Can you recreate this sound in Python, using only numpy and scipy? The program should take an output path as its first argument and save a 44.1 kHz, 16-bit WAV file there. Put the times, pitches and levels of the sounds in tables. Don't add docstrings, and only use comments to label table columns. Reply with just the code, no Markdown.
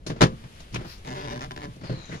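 import sys
import numpy as np
from scipy import signal
from scipy.fft import rfft, irfft
from scipy.io import wavfile
from scipy.ndimage import uniform_filter1d

SR = 44100
rng = np.random.default_rng(int(sys.argv[2]) if len(sys.argv) > 2 else 0)


def int16_out(signal):
    q = np.round(np.clip(np.atleast_2d(signal).T, -1, 1) * 32767)
    wavfile.write(sys.argv[1], SR, q.astype(np.int16))


N = 97020

# frequency_hz, relative_density_db
AIR_SPECTRUM = [(25, -2), (55, 1), (170, -10), (300, -16.5), (1000, -19), (3200, -19), (5500, -26.5),
                (8000, -32), (10200, -31.5), (16000, -42)]
# time_s, level_db
HISS_LEVEL = [(0, -67), (.15, -60.5), (.4, -55.5), (.6, -52.5), (0.68, -54.5), (1.02, -55), (1.5, -56),
              (1.78, -56.5), (2.2, -80)]
RUMBLE_DB, AIR_SPLIT_HZ, HISS_FLICKER_DB = -46, 525, 1

# peak_s, rise_s, fall_s, level_db,
# resonance_hz, glide_octaves_per_s, resonance_re_hiss_db, resonance_half_width_hz
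SLIDE_STROKES = [(0.762, 0.013, 0.01, -40.5, 2550, -0.16, 4.5, 446),
                 (.91, 0.03, 0.035, -50, 4740, .3, 1.5, 810),
                 (0.916, 0.04, 0.031, -64, 13600, -.1, 10, 2640),
                 (1.874, 0.027, 0.028, -53.5, 4860, -1.6, -2, 170),
                 (1.935, 0.065, 0.14, -55, 4220, -0.85, 4.5, 161),
                 (2.1, 0.084, 0.15, -54.5, 6310, -0.54, -4.5, 670),
                 (2.136, 0.018, 0.017, -47, 1876, 0.096, 5, 292)]
# frequency_hz, relative_density_db
SLIDE_SPECTRUM = [(300, -45), (1000, 0), (2500, 0), (4500, -6), (6800, -16), (8200, -19.5), (10500, -19.5),
                  (16000, -35)]
SLIDE_GRAIN_DB, SLIDE_PAN_DB = 0.8, 2.5
SLIDE_WOBBLE = 0.006

# start_s, length_s, slip_rate_hz, level_db
SLIP_RUNS = [(1.049, .021, 120, -4), (1.0727, .009, 204, 0), (1.0852, .013, 209, 1.5),
             (1.1046, .038, 127, 1.5), (1.1456, .081, 193, -1), (1.2299, .036, 146, -1),
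             (1.2743, .029, 115, 2), (1.3082, .028, 203, 1.5), (1.3432, .039, 121.5, 0.5),
             (1.393, .021, 66, 3), (1.417, .032, 139.6, 2.5), (1.4513, .015, 220, -9),
             (1.5091, .011, 128, 2.5), (1.5627, .019, 76, 4), (1.588, .022, 104, -3.5),
             (1.6174, .004, 101, -0.5), (1.627, .028, 151, 1)]
# frequency_hz, relative_density_db
SLIP_SPECTRUM = [(400, -9.5), (680, -9), (760, 3), (930, -1), (1150, -3.5), (1900, -3), (2600, -8.5),
                 (5200, -12.5), (6500, -18), (8000, -29), (10300, -28.5), (15000, -36)]
# frequency_hz, relative_level_db, t60_s
CREAK_MODES = [(131.8, 3.5, 0.35), (178.6, -6, 0.49), (246.3, 2.5, 0.16), (309, 3.5, 0.098),
               (372, -0.5, 0.16), (442, 0, 0.21), (594.6, 0, 0.18), (747, 4.5, 0.085), (936, 8, 0.041)]
# time_s, relative_level_db
CREAK_BODY_LEVEL = [(1.05, -1), (1.2, -2), (1.35, -1.5), (1.4, -9), (1.66, -3.5)]
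RASP_DB, GRUMBLE_DB, CREAK_RING_DB, CREAK_STEEL_DB = -47.5, -53.5, -43, -53
RASP_PAN_DB = 1
SLIP_DECAY_S, SCATTER_DECAY_S, SCATTER_DB = 0.0016, 0.009, -12
SLIP_JITTER_S, SLIP_STRENGTH_SPREAD_DB = 0.0003, 1.2
SLIP_FRESH = 0.3
CONTACT_HOLD_S, CONTACT_PATCHES = 0.08, 14
CREAK_DRIFT = 0.025

# start_s, boom_db, panel_db, clack_db, tick_db, clack_and_tick_time_constant_s
KNOCKS = [(0.064, -36, -30.5, -36, -33.5, 0.023), (.097, -24.5, -31.5, -32, -78, 0.019),
          (0.111, -34, -31.5, -59, -72, 0.0065), (0.16, -38, -37.5, -46.5, -85, 0.09),
          (0.2076, -52, -15.5, -11.5, -24.5, 0.0073), (0.2158, -17, -12, -9.5, -21, 0.011),
          (0.2227, -32, -17, -17.5, -31, 0.011), (0.2332, -16, -24.5, -21.5, -34, 0.018),
          (0.319, -30, -41, -63, -72, 0.028), (0.437, -39, -53, -42.5, -74, 0.017),
          (0.602, -52, -59, -43, -44.5, 0.009), (.724, -33.5, -72, -55, -51, 0.032),
          (0.7431, -32.5, -38, -24, -26, 0.0044), (0.7575, -34, -42, -24.5, -50, 0.0065),
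          (0.775, -31.5, -73, -44, -79, 0.074), (0.807, -56, -36, -48, -79, 0.019),
          (0.846, -36, -49, -40, -66, 0.018), (0.977, -60, -54, -81, -53.5, 0.018),
          (1.469, -38, -66.5, -71.5, -73, 0.014), (1.676, -33.5, -59, -59, -79, 0.029),
          (1.761, -46, -47, -68, -50.5, 0.0045), (1.811, -38, -61, -45, -61, 0.018),
          (1.8346, -36.5, -37.5, -43, -59, 0.14), (1.896, -24, -27.5, -36, -76, 0.01),
          (1.921, -25.5, -35.5, -44.5, -75, 0.021), (1.973, -31, -57, -52.5, -80, 0.074),
          (2.093, -35, -38.5, -47.5, -69, 0.027), (2.124, -32.5, -39.5, -41.5, -65, 0.016),
          (2.144, -33.5, -46, -44, -54.5, 0.039)]
# frequency_hz, relative_level_db, t60_s
PANEL_MODES = [(169.4, 8.5, 0.13), (221.8, 2, 0.41), (263, 5, 0.15), (335.4, 9.5, 0.14), (382, 6.5, 0.17),
               (449.6, 7, 0.17), (519, 3.5, 0.23), (623, 10, 0.072)]
# frequency_hz, relative_level_db, t60_s
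CABIN_MODES = [(56, -17, .45), (108, -9, .2), (128, 0, .15), (146, -5, .14), (170, -4, .16)]
# frequency_hz, relative_level_db, t60_s
STEEL_MODES = [(1013, 18, 0.19), (1160, 8, 0.4), (1616, 12, 0.16), (1730, 10, 0.1), (2090, -8, .13),
               (3135, -14.5, 0.15), (3630, 5, 0.13), (4351, -37, 0.045), (5500, -45, 0.076)]
# frequency_hz, relative_density_db
CLACK_SPECTRUM = [(100, -14), (300, 0), (600, -2), (1200, -3), (1700, -6), (2500, -11), (4500, -15),
                  (7000, -27), (16000, -60)]
# frequency_hz, relative_density_db
TICK_SPECTRUM = [(500, -25), (2000, -8), (3800, 0), (5500, 0), (6800, -4), (7900, -15), (10200, -12),
                 (11500, -22), (13500, -23), (16000, -32)]
# frequency_hz, relative_density_db
THUD_SPECTRUM = [(30, -16), (60, -42.5), (110, 8), (170, 0), (300, -3), (600, -21), (2000, -53.5)]
KNOCK_ATTACK_S, RATTLE_DB = 0.0018, 1
THUD_DB, THUD_PEAK_S = -7.52, 0.0095
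STEEL_DB = -16.5

# frequency_hz, left_minus_right_db
MIC_BALANCE = [(60, 1), (300, 0), (1000, 2), (2400, 1.5), (4500, 4.5), (7200, 8), (10000, -13), (15000, 2)]
MODE_PHASE_SPREAD = 0.05
DIFFUSE_HZ, RIGHT_LAG_S = 940, 0.000421
TREBLE_TOP_HZ, RECORDER_TOP_HZ = 12000, 15700

LEFT_RIGHT = np.array([[1], [-1]])


def undb(db):
    return 10 ** (np.asarray(db) / 20)


def unit(x):
    return x / np.sqrt(np.mean(x ** 2))


def clock():
    return np.arange(N) / SR


def gain_at(points):
    hz, db = np.array(points, float).T
    bin_hz = np.arange(N + 1) * SR / (2 * N)
    return undb(np.interp(np.log(bin_hz + 1), np.log(hz), db))


def colour(x, points):
    cepstrum = irfft(np.log(gain_at(points)))
    cepstrum[1:N] *= 2
    cepstrum[N + 1:] = 0
    response = np.exp(rfft(cepstrum))
    return irfft(rfft(x, 2 * N) * response)[..., :N]


def band(x, hz, kind):
    return signal.sosfilt(signal.butter(2, hz, kind, fs=SR, output="sos"), x)


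def noise_pair():
    mid, side = rfft(rng.standard_normal((2, N)))
    hz = np.arange(len(mid)) * SR / N
    apart = hz / (hz + DIFFUSE_HZ)
    return irfft((mid + apart * side * LEFT_RIGHT) / np.sqrt(1 + apart ** 2), N)


def through(x, response):
    return signal.fftconvolve(np.atleast_2d(x), np.atleast_2d(response), axes=-1)[:, :N]


def ring(modes):
    t, total = clock()[:N // 2], 0
    for k, (hz, db, t60) in enumerate(modes):
        phase = MODE_PHASE_SPREAD * np.sqrt(hz / 100) * rng.standard_normal() * LEFT_RIGHT
        decay = np.exp(-np.log(1000) * t / t60)
        total = total + (-1) ** k * undb(db) * np.sin(2 * np.pi * hz * t + phase) * decay
    return total / np.sqrt(sum(undb(db) ** 2 for _, db, _ in modes) / 2)


def pulses(times, sizes):
    return np.bincount(np.clip(np.array(times) * SR, 0, N - 1).astype(int), sizes, N)


def walk(rate):
    step = int(SR / rate)
    held = np.repeat(rng.standard_normal(N // step + 1), step)
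    return unit(uniform_filter1d(held, step)[:N])


def background():
    rumble = band(colour(noise_pair(), AIR_SPECTRUM), AIR_SPLIT_HZ, "low")
    hiss = band(colour(noise_pair(), AIR_SPECTRUM), AIR_SPLIT_HZ, "high")
    hiss_db = np.interp(clock(), *np.array(HISS_LEVEL).T) + HISS_FLICKER_DB * walk(25)
    return undb(RUMBLE_DB) * unit(rumble) + undb(hiss_db) * unit(hiss)


def slides():
    t, strokes = clock(), 0
    for peak, rise, fall, db, hz, glide, resonance_db, width in SLIDE_STROKES:
        age = t - peak
        swell = np.exp(-(age / np.where(age < 0, rise, fall)) ** 2 / 2)
        gliding_hz = hz * 2 ** (glide * np.clip(age, -0.5, 0.5))
        phase = 2 * np.pi * np.cumsum(gliding_hz * (1 + SLIDE_WOBBLE * walk(60))) / SR
        resonance = unit(band(rng.standard_normal((2, N)), width, "low") * np.sin(phase))
        hiss = unit(colour(noise_pair(), SLIDE_SPECTRUM))
        strokes = strokes + undb(db) * swell * (hiss + undb(resonance_db) * resonance)
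    return strokes * undb(SLIDE_GRAIN_DB * walk(230) + LEFT_RIGHT * SLIDE_PAN_DB / 2)


def slip_train():
    slips = []
    for start, length, rate, db in SLIP_RUNS:
        for lag in np.arange(0, length, 1 / rate):
            slips.append((start + lag, db))
    times, levels = np.array(slips).T
    time_error, strength = rng.standard_normal((2, len(times)))
    return pulses(times + SLIP_JITTER_S * time_error, undb(levels + SLIP_STRENGTH_SPREAD_DB * strength))


def slip_noise(drive):
    t = clock()[:N // 32]
    spread = np.exp(-t / SLIP_DECAY_S) + undb(SCATTER_DB) * np.exp(-t / SCATTER_DECAY_S)
    fresh = noise_pair() * np.sqrt(np.abs(through(drive ** 2, spread ** 2)))
    patches, held = noise_pair(), 0
    place = (clock() - SLIP_RUNS[0][0]) / CONTACT_HOLD_S
    for k in range(CONTACT_PATCHES):
        touch = np.sqrt(np.maximum(1 - np.abs(place - k), 0))
        patch = patches[:, k * len(t):(k + 1) * len(t)]
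        held = held + through(drive * touch, patch * spread)
    return np.sqrt(SLIP_FRESH) * unit(fresh) + np.sqrt(1 - SLIP_FRESH) * unit(held)


def creak():
    drive = slip_train()
    snap = slip_noise(drive)
    rasp = unit(band(colour(snap, SLIP_SPECTRUM), 590, "high"))
    rasp = rasp * undb(RASP_DB + LEFT_RIGHT * RASP_PAN_DB / 2)
    grumble = unit(band(band(snap, 386, "low"), 125, "high")) * undb(GRUMBLE_DB)
    body_gain = undb(np.interp(clock(), *np.array(CREAK_BODY_LEVEL).T))
    body = through(drive * body_gain, ring(CREAK_MODES))
    bend = band(np.cumsum(CREAK_DRIFT * walk(14)), 2, "high")
    body = np.array([np.interp(np.arange(N) + bend, np.arange(N), side) for side in body])
    steel = through(drive, ring(STEEL_MODES))
    return rasp + grumble + undb(CREAK_RING_DB) * unit(body) + undb(CREAK_STEEL_DB) * unit(steel)


def knocks():
    when, boom_db, panel_db, clack_db, tick_db, decay = np.array(KNOCKS).T
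    age = np.maximum(clock() - when[:, None], 0)
    shape = (1 - np.exp(-age / KNOCK_ATTACK_S)) * np.exp(-age / decay[:, None])
    clack = undb(clack_db) @ shape * unit(colour(noise_pair(), CLACK_SPECTRUM))
    tick = undb(tick_db) @ shape * unit(colour(noise_pair(), TICK_SPECTRUM))
    boom = through(pulses(when, undb(boom_db)), ring(CABIN_MODES))
    panel = through(pulses(when, undb(panel_db)), ring(PANEL_MODES))
    steel = through(pulses(when, undb(clack_db + STEEL_DB)), ring(STEEL_MODES))
    thud_shape = np.e * age / THUD_PEAK_S * np.exp(-age / THUD_PEAK_S)
    thud = undb(boom_db + THUD_DB) @ thud_shape * unit(colour(noise_pair(), THUD_SPECTRUM))
    return thud + boom + panel + steel + (clack + tick) * undb(RATTLE_DB * walk(400))


def scene():
    left, right = rfft(background() + slides() + creak() + knocks(), 2 * N)
    lean = np.sqrt(gain_at(MIC_BALANCE))
    lag = np.exp(-1j * np.pi * np.arange(N + 1) * SR / N * RIGHT_LAG_S)
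    return irfft(np.array([left * lean, right * lag / lean]))[:, :N]


def record(dry):
    dulled = band(dry, TREBLE_TOP_HZ, "low")
    return signal.sosfilt(signal.ellip(8, 0.2, 70, RECORDER_TOP_HZ, fs=SR, output="sos"), dulled)


dry = scene()
out = record(dry)
int16_out(out)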